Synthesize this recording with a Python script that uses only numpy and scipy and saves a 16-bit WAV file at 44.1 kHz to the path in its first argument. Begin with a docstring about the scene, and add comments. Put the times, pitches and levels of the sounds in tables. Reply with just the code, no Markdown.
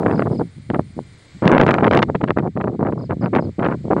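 """Gusty wind buffets a small camera's microphone in a meadow beside a buffalo wallow.
Each puff is a swarm of eddies, each eddy a brief swing of pressure: broad ones thud and throb,
small ones sputter, the hardest slap, crackle and drive the input into its limiter.
Far behind, a cricket trills with its wings and a small bird chips over the hiss of the meadow."""
import sys
import numpy as np
from scipy import signal
from scipy.fft import rfft, irfft
from scipy.io import wavfile
from scipy.ndimage import uniform_filter1d, minimum_filter1d

SR = 44100
rng = np.random.default_rng(int(sys.argv[2]) if len(sys.argv) > 2 else 0)


def dump(signal):
    """Clip the signal to [-1, 1] and save it as 16-bit WAV at the path in sys.argv[1]."""
    limited = np.clip(np.atleast_2d(signal).T, -1, 1)
    pcm = np.round(limited * 32767).astype(np.int16)
    wavfile.write(sys.argv[1], SR, pcm)


N = 176400  # 4 s

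SLAP_ROUNDNESS, THUD_ROUNDNESS, SPUTTER_ROUNDNESS = 2.48, 1.66, 2.88  # higher = less cusp, more swing


def undb(db):
    """Decibels to linear gain."""
    return 10 ** (np.asarray(db) / 20)


def curve(rows):
    """Straight lines in time through (seconds, value) rows."""
    return np.interp(np.arange(N) / SR, *np.array(rows, float).T)


def colour(x, points):
    """Equalise along a curve of (Hz, dB) points."""
    hz, db = np.array(points, float).T
    bin_hz = np.linspace(1, SR / 2, N // 2 + 1)
    return irfft(rfft(x) * undb(np.interp(np.log(bin_hz), np.log(hz), db)), N)


def low_cut(x, hz, order):
    """Roll off the bass."""
    return signal.sosfilt(signal.butter(order, hz, "high", fs=SR, output="sos"), x)


def pressure_pulses(times, sizes, sharp_hz, lean, roundness, half_samples=300):
    """One swing of pressure per eddy: sharpness sets its pitch range, lean (in turns) skews it."""
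    offsets = np.arange(-half_samples, half_samples + 1)
    u = 2 * np.pi * sharp_hz[:, None] * offsets / SR / roundness  # time in pulse widths
    swing = np.cos(2 * np.pi * lean[:, None] - roundness * np.arctan(u))
    shape = (1 + u * u) ** (-roundness / 2) * swing
    pulses = sizes[:, None] * shape * np.hanning(len(offsets))
    slots = np.clip((times * SR).astype(int)[:, None] + offsets + 1, 0, N + 1)
    pressure = np.bincount(slots.ravel(), pulses.ravel(), N + 2)[1:-1]
    return low_cut(pressure, hz=108.5, order=3)  # the microphone's bass roll-off


def with_wake(times, sizes, sharp_hz, lean, roundness, followers, wake_db):
    """Eddies and the weaker, blunter followers that they shed a moment later."""
    spacing_s, dulling = 0.001193, 0.94
    out = pressure_pulses(times, sizes, sharp_hz, lean, roundness)
    for _ in range(followers):
        gap, lean = rng.random((4000, 2))[:len(times)].T
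        times = times + spacing_s * (.5 + gap)
        sizes, sharp_hz = sizes * undb(wake_db), sharp_hz * dulling
        out += pressure_pulses(times, sizes, sharp_hz, lean, roundness, half_samples=200)
    return out


def eddies(envelope, sharp_hz, per_s, roundness, followers=0):
    """A random stream of eddies riding the envelope; harder wind makes them smaller and sharper."""
    sharpen_oct_per_db, pivot_db = 0.1074, -27.5
    size_spread_db, sharp_spread_oct = 7, 0.4
    jitter, lean = rng.random((4000, 2)).T
    size_scatter, sharp_scatter = rng.standard_normal((4000, 2)).T
    times = (np.arange(len(jitter)) + 2 * jitter - 1) / per_s
    heard = (times >= 0) & (times < (N - 1) / SR)
    wind_db = 20 * np.log10(envelope[(times[heard] * SR).astype(int)] + 1e-3)
    octaves = sharpen_oct_per_db * (wind_db - pivot_db) + sharp_spread_oct * sharp_scatter[heard]
    hz = sharp_hz * 2 ** octaves
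    sizes = undb(size_spread_db * size_scatter[heard])
    swarm = with_wake(times[heard], sizes, hz, lean[heard], roundness, followers, wake_db=-1)
    power = uniform_filter1d(uniform_filter1d(swarm * swarm, 900), 900)
    shaped = envelope * swarm / np.sqrt(np.abs(power) + 1e-9)  # the envelope alone sets the level
    return low_cut(shaped, hz=45, order=2)


def wind():
    """Puffs hit the microphone, hold and drop away, thudding and sputtering over a low breeze."""
    # Puffs of wind. Each row: start in seconds, length in seconds, thud level in dB, sputter level in dB.
    puffs = [(0, 0.044, -19.5, -27.5), (0.046, 0.078, -18, -26), (0.112, 0.056, -19, -26),
             (0.175, 0.065, -21.5, -26), (0.254, 0.028, -17, -26.5), (0.308, 0.03, -17.5, -37),
             (0.392, 0.037, -19.5, -29), (0.695, 0.021, -19.5, -49), (0.735, 0.038, -20.5, -26),
             (0.786, 0.015, -16, -39), (0.963, 0.052, -28.5, -46), (1.422, 0.071, -14.5, -26.5),
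             (1.466, 0.12, -15, -21), (1.593, 0.055, -13, -19), (1.662, 0.062, -16.5, -19),
             (1.728, 0.091, -20.5, -22), (1.822, 0.063, -12.5, -21.5), (1.905, 0.099, -13, -19.5),
             (2.013, 0.033, -23, -18.5), (2.081, 0.027, -17, -28.5), (2.146, 0.015, -18, -19),
             (2.206, 0.016, -19.5, -21.5), (2.231, 0.021, -15, -21.5), (2.271, 0.051, -22, -23),
             (2.363, 0.049, -18.5, -25), (2.423, 0.065, -19.5, -28.5), (2.556, 0.038, -21, -29),
             (2.595, 0.032, -25.5, -25), (2.635, 0.069, -19, -35.5), (2.709, 0.055, -26, -32),
             (2.791, 0.05, -19.5, -27), (2.848, 0.059, -20, -23.5), (2.919, 0.019, -18.5, -26),
             (2.951, 0.097, -28, -32), (3.094, 0.045, -21.5, -24.5), (3.21, 0.074, -23, -25.5),
             (3.329, 0.075, -15.5, -23), (3.421, 0.077, -24.5, -33), (3.583, 0.042, -19, -26),
             (3.623, 0.055, -19, -21), (3.684, 0.069, -22, -25.5), (3.842, 0.047, -24, -40),
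             (3.902, 0.041, -15.5, -33.5), (3.959, 0.044, -19.5, -25.5)]
    # The low flutter between puffs. Each row: time in seconds, level in dB.
    breeze_levels = [(0, -25), (.42, -22.5), (.53, -47.5), (.58, -32), (.62, -40), (.8, -31), (.91, -40),
                     (1.1, -43), (1.31, -56), (1.36, -33), (1.405, -50), (1.45, -17.5), (2.0, -25),
                     (2.47, -36), (2.525, -39), (2.58, -34.5), (3.0, -29.5), (3.07, -31.5), (3.17, -25),
                     (3.48, -30.5), (3.56, -44), (3.79, -29), (4.0, -39.5)]
    attack_s, release_s, puff_gain_db = 0.0064, 0.012, 0.5
    t = np.arange(N) / SR
    thud_level, sputter_level = np.zeros(N), np.zeros(N)
    for start, length, thud_db, sputter_db in puffs:
        rise = np.clip((t - start) / attack_s + .5, 0, 1)
        fall = np.exp(-np.maximum(t - start - length + release_s / 2, 0) / release_s)
        gate = rise * fall
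        thud_level = np.maximum(thud_level, undb(thud_db) * gate)
        sputter_level = np.maximum(sputter_level, undb(sputter_db) * gate ** 2)
    thud = eddies(thud_level, sharp_hz=208, per_s=480, roundness=THUD_ROUNDNESS)
    sputter = eddies(sputter_level, sharp_hz=680, per_s=260, roundness=SPUTTER_ROUNDNESS, followers=2)
    breeze = eddies(undb(curve(breeze_levels)), sharp_hz=151, per_s=600, roundness=THUD_ROUNDNESS)
    return undb(puff_gain_db) * (thud + sputter) + breeze


def cricket():
    """Even trills of wing strokes, each stroke falling in pitch."""
    # Bouts of trilling. Each row: start in seconds, end in seconds, level in dB.
    bouts = [(-.052, 1.27, -67.5), (2.873, 4.0, -82.5)]
    period_s, trill_s, strokes_per_s = .1115, .089, 135
    top_hz, fall_hz = 9460, 920
    t, out = np.arange(N) / SR, np.zeros(N)
    for start, end, db in bouts:
        since = (t - start) % period_s
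        stroke = since * strokes_per_s % 1
        waver_hz = 900 * uniform_filter1d(rng.standard_normal(N), size=60)
        hz = top_hz - fall_hz * stroke + waver_hz
        gate = uniform_filter1d(1. * (t > start) * (t < end) * (since < trill_s), size=150)
        out += 2 * undb(db) * gate * np.sin(np.pi * stroke) * np.sin(2 * np.pi * np.cumsum(hz) / SR)
    return out


def meadow():
    """Smooth, distant hiss of insects and grass."""
    # The tone of the hiss. Each row: frequency in Hz, relative level in dB.
    hiss_eq = [(300, 3.5), (900, -8.5), (1800, -6), (2080, -1), (2350, -4), (2600, -13), (3050, -10),
               (4300, -7.5), (5000, -12.5), (5800, -19.5), (7700, -13.5), (9300, -23.5), (10200, -43)]
    # Level of the background hiss: it ducks after the hardest buffets, then slowly recovers.
    # Each row: time in seconds, level in dB.
    hiss_levels = [(0, -52), (.8, -54.5), (1.38, -49), (2.4, -59), (3.15, -58), (4.0, -53)]
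    hiss = colour(rng.standard_normal(N), hiss_eq)
    return hiss / hiss.std() * undb(curve(hiss_levels))


def slaps():
    """Single hard eddies: a sharp edge riding on a round plop."""
    # Hits on the microphone. Each row: time in seconds, edge level in dB, sharpness in Hz.
    hits = [(0.063, 2, 1080), (0.068, -6.5, 1090), (0.1947, -6.5, 1130), (0.2228, -4, 1130),
            (0.397, -13.5, 664), (0.702, -11.5, 1600), (0.746, -8.5, 1270), (0.7932, -17, 1080),
            (0.991, -13.5, 634), (1.456, -13.5, 2060), (1.4779, 5.5, 2200), (1.4966, -11, 1390),
            (1.5166, -2, 1420), (1.5246, 4, 1300), (1.5309, 4, 1130), (1.5375, 2, 1270), (1.5494, 1, 1310),
            (1.5586, -2, 1005), (1.5699, -5, 1100), (1.5805, 10.5, 1690), (1.5994, 7, 1470),
            (1.603, 4, 1130), (1.6133, 7.5, 1480), (1.629, -5, 1030), (1.6655, -4, 1470), (1.6902, 7, 1310),
            (1.6993, -8, 1270), (1.7085, -3.5, 1695), (1.7415, 1, 1590), (1.785, -2, 1300),
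            (1.8444, -6, 1740), (1.8799, 0, 1340), (1.9124, -1.5, 1840), (1.935, 0, 1480), (1.947, 3, 1260),
            (1.9657, -8, 1430), (1.974, 1.5, 2130), (2.0282, 9.5, 2150), (2.0342, -5, 1300),
            (2.152, -7, 1300), (2.2405, -9, 1540), (2.3066, 0, 1410), (2.3737, -0.5, 900),
            (2.3862, -8.5, 1280), (2.574, -12, 1050), (2.6806, -9, 865), (2.829, -4.5, 650),
            (2.925, -17, 1045), (3.109, -9.5, 1140), (3.2602, -11, 1355), (3.3515, -5, 1530),
            (3.3622, -6, 1490), (3.3718, -7.5, 1160), (3.6668, -7.5, 1100), (3.6869, -10, 1010),
            (3.9131, -3, 750), (3.9218, -9.5, 890), (3.9333, -3, 830), (3.966, -6, 690)]
    times, db, sharp_hz = np.array(hits, float).T
    sizes, lean = undb(db), rng.random(len(times))
    edge = with_wake(times, sizes, sharp_hz, lean, SLAP_ROUNDNESS, followers=1, wake_db=-5.5)
    plop_sizes = np.sqrt(sizes) * undb(-6.5)  # harder hits are more edge than plop
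    plop_hz = np.full(len(times), 357)
    return edge + pressure_pulses(times, plop_sizes, plop_hz, lean, SPUTTER_ROUNDNESS)


def bird():
    """Short whistles that slide down in pitch and are blurred by the grass."""
    # The bird's chips. Each row: start in seconds, level in dB.
    chips = [(.114, -57), (.146, -52), (.177, -50.5), (.312, -58), (0.34, -54), (.372, -52), (2.982, -60),
             (3.012, -56.5), (3.043, -57.5), (3.208, -55.5), (3.237, -56), (3.404, -56), (3.435, -56)]
    chip_s, start_hz, end_hz = 0.03, 5280, 4100
    echo_decay_s, echo_db = 0.0078, 3
    t, whistles = np.arange(N) / SR, np.zeros(N)
    for start, db in chips:
        progress = np.clip((t - start) / chip_s, 0, 1)
        hz = end_hz + (start_hz - end_hz) * np.cos(np.pi / 2 * progress) ** 2
        envelope = 2 * np.sqrt(progress) * (1 - progress)
        whistles += undb(db) * envelope * np.sin(2 * np.pi * np.cumsum(hz) / SR)
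    tail = rng.standard_normal(N) * np.exp(-np.minimum(t / echo_decay_s, 20))
    echo = signal.fftconvolve(whistles, tail / np.linalg.norm(tail))[:N]
    return whistles + undb(echo_db) * echo


def throbs():
    """Broad eddies that swell and die within a few cycles."""
    # Deep, hollow throbs. Each row: centre in seconds, pitch in Hz, peak level in dB.
    swells = [(.749, 199, -21), (.794, 130, -13), (1.463, 183, -3.5), (1.858, 224, -7.5), (3.245, 167, -11),
              (3.373, 252.5, -9)]
    half_width_s = 0.0069
    t, out = np.arange(N) / SR, np.zeros(N)
    for centre, hz, db in swells:
        envelope = np.exp(-np.minimum(((t - centre) / half_width_s) ** 2, 20))
        out += undb(db) * envelope * np.sin(2 * np.pi * (hz * (t - centre) + rng.random()))
    return out


def crackle():
    """Grainy treble on top of the hardest buffets."""
    # Tiny snaps and short sprays. 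Each row: centre in seconds, half-length in seconds, level in dB.
    snaps = [(1.4788, 0.00038, -21), (1.518, 0.00043, -22), (1.6137, 0.00038, -15), (1.667, 0.00042, -23.5),
             (1.6905, 0.0016, -32), (1.711, 0.0009, -22.5), (1.742, 0.00047, -24), (1.87, 0.0078, -45),
             (1.934, 0.0093, -37), (1.951, 0.00049, -25), (1.974, .0015, -24.5), (2.026, 0.0015, -23.5),
             (2.2412, .0004, -30.5), (2.303, .001, -37.5), (2.3867, 0.00027, -30), (3.354, 0.00055, -32),
             (3.362, .003, -39.5)]
    # The bite of the grains. Each row: frequency in Hz, relative level in dB.
    grain_eq = [(500, -18), (2500, 11.5), (7500, -8.5), (10500, -26)]
    t = np.arange(N) / SR
    gate = sum(undb(db) * np.exp(-np.minimum(np.abs(t - at) / half, 20)) for at, half, db in snaps)
    noise = rng.standard_normal(N)
    clicks = np.sign(noise) * (np.abs(noise) > 2)
    grains = colour(clicks, grain_eq)
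    return gate * grains / grains.std()


def scene():
    """Wind and meadow, nearly mono: the microphone's two ports differ a little above the bass."""
    # Stereo width. Each row: frequency in Hz, level sent to the side signal in dB.
    width_eq = [(100, -58), (550, -40), (1000, -20), (1800, -14), (4000, -22), (9000, -18)]
    mid = slaps() + throbs() + wind() + crackle() + bird() + cricket() + meadow()
    send = colour(mid, width_eq)
    side = .4 * send + .8 * np.imag(signal.hilbert(send))  # mostly a quarter cycle out of phase
    return np.array([mid + side, mid - side])


def record(dry):
    """A fast limiter pulls the hardest slaps down to about its ceiling; the top is cut."""
    ceiling, hold_s, top_hz = .97, .001, 16000
    hold = int(hold_s * SR)
    needed_gain = np.minimum(1, ceiling / (np.abs(dry).max(axis=0) + 1e-9))
    gain = uniform_filter1d(minimum_filter1d(needed_gain, hold), hold)
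    return signal.sosfilt(signal.ellip(8, .2, 70, top_hz, fs=SR, output="sos"), dry * gain)


dry = scene()
out = record(dry)
dump(out)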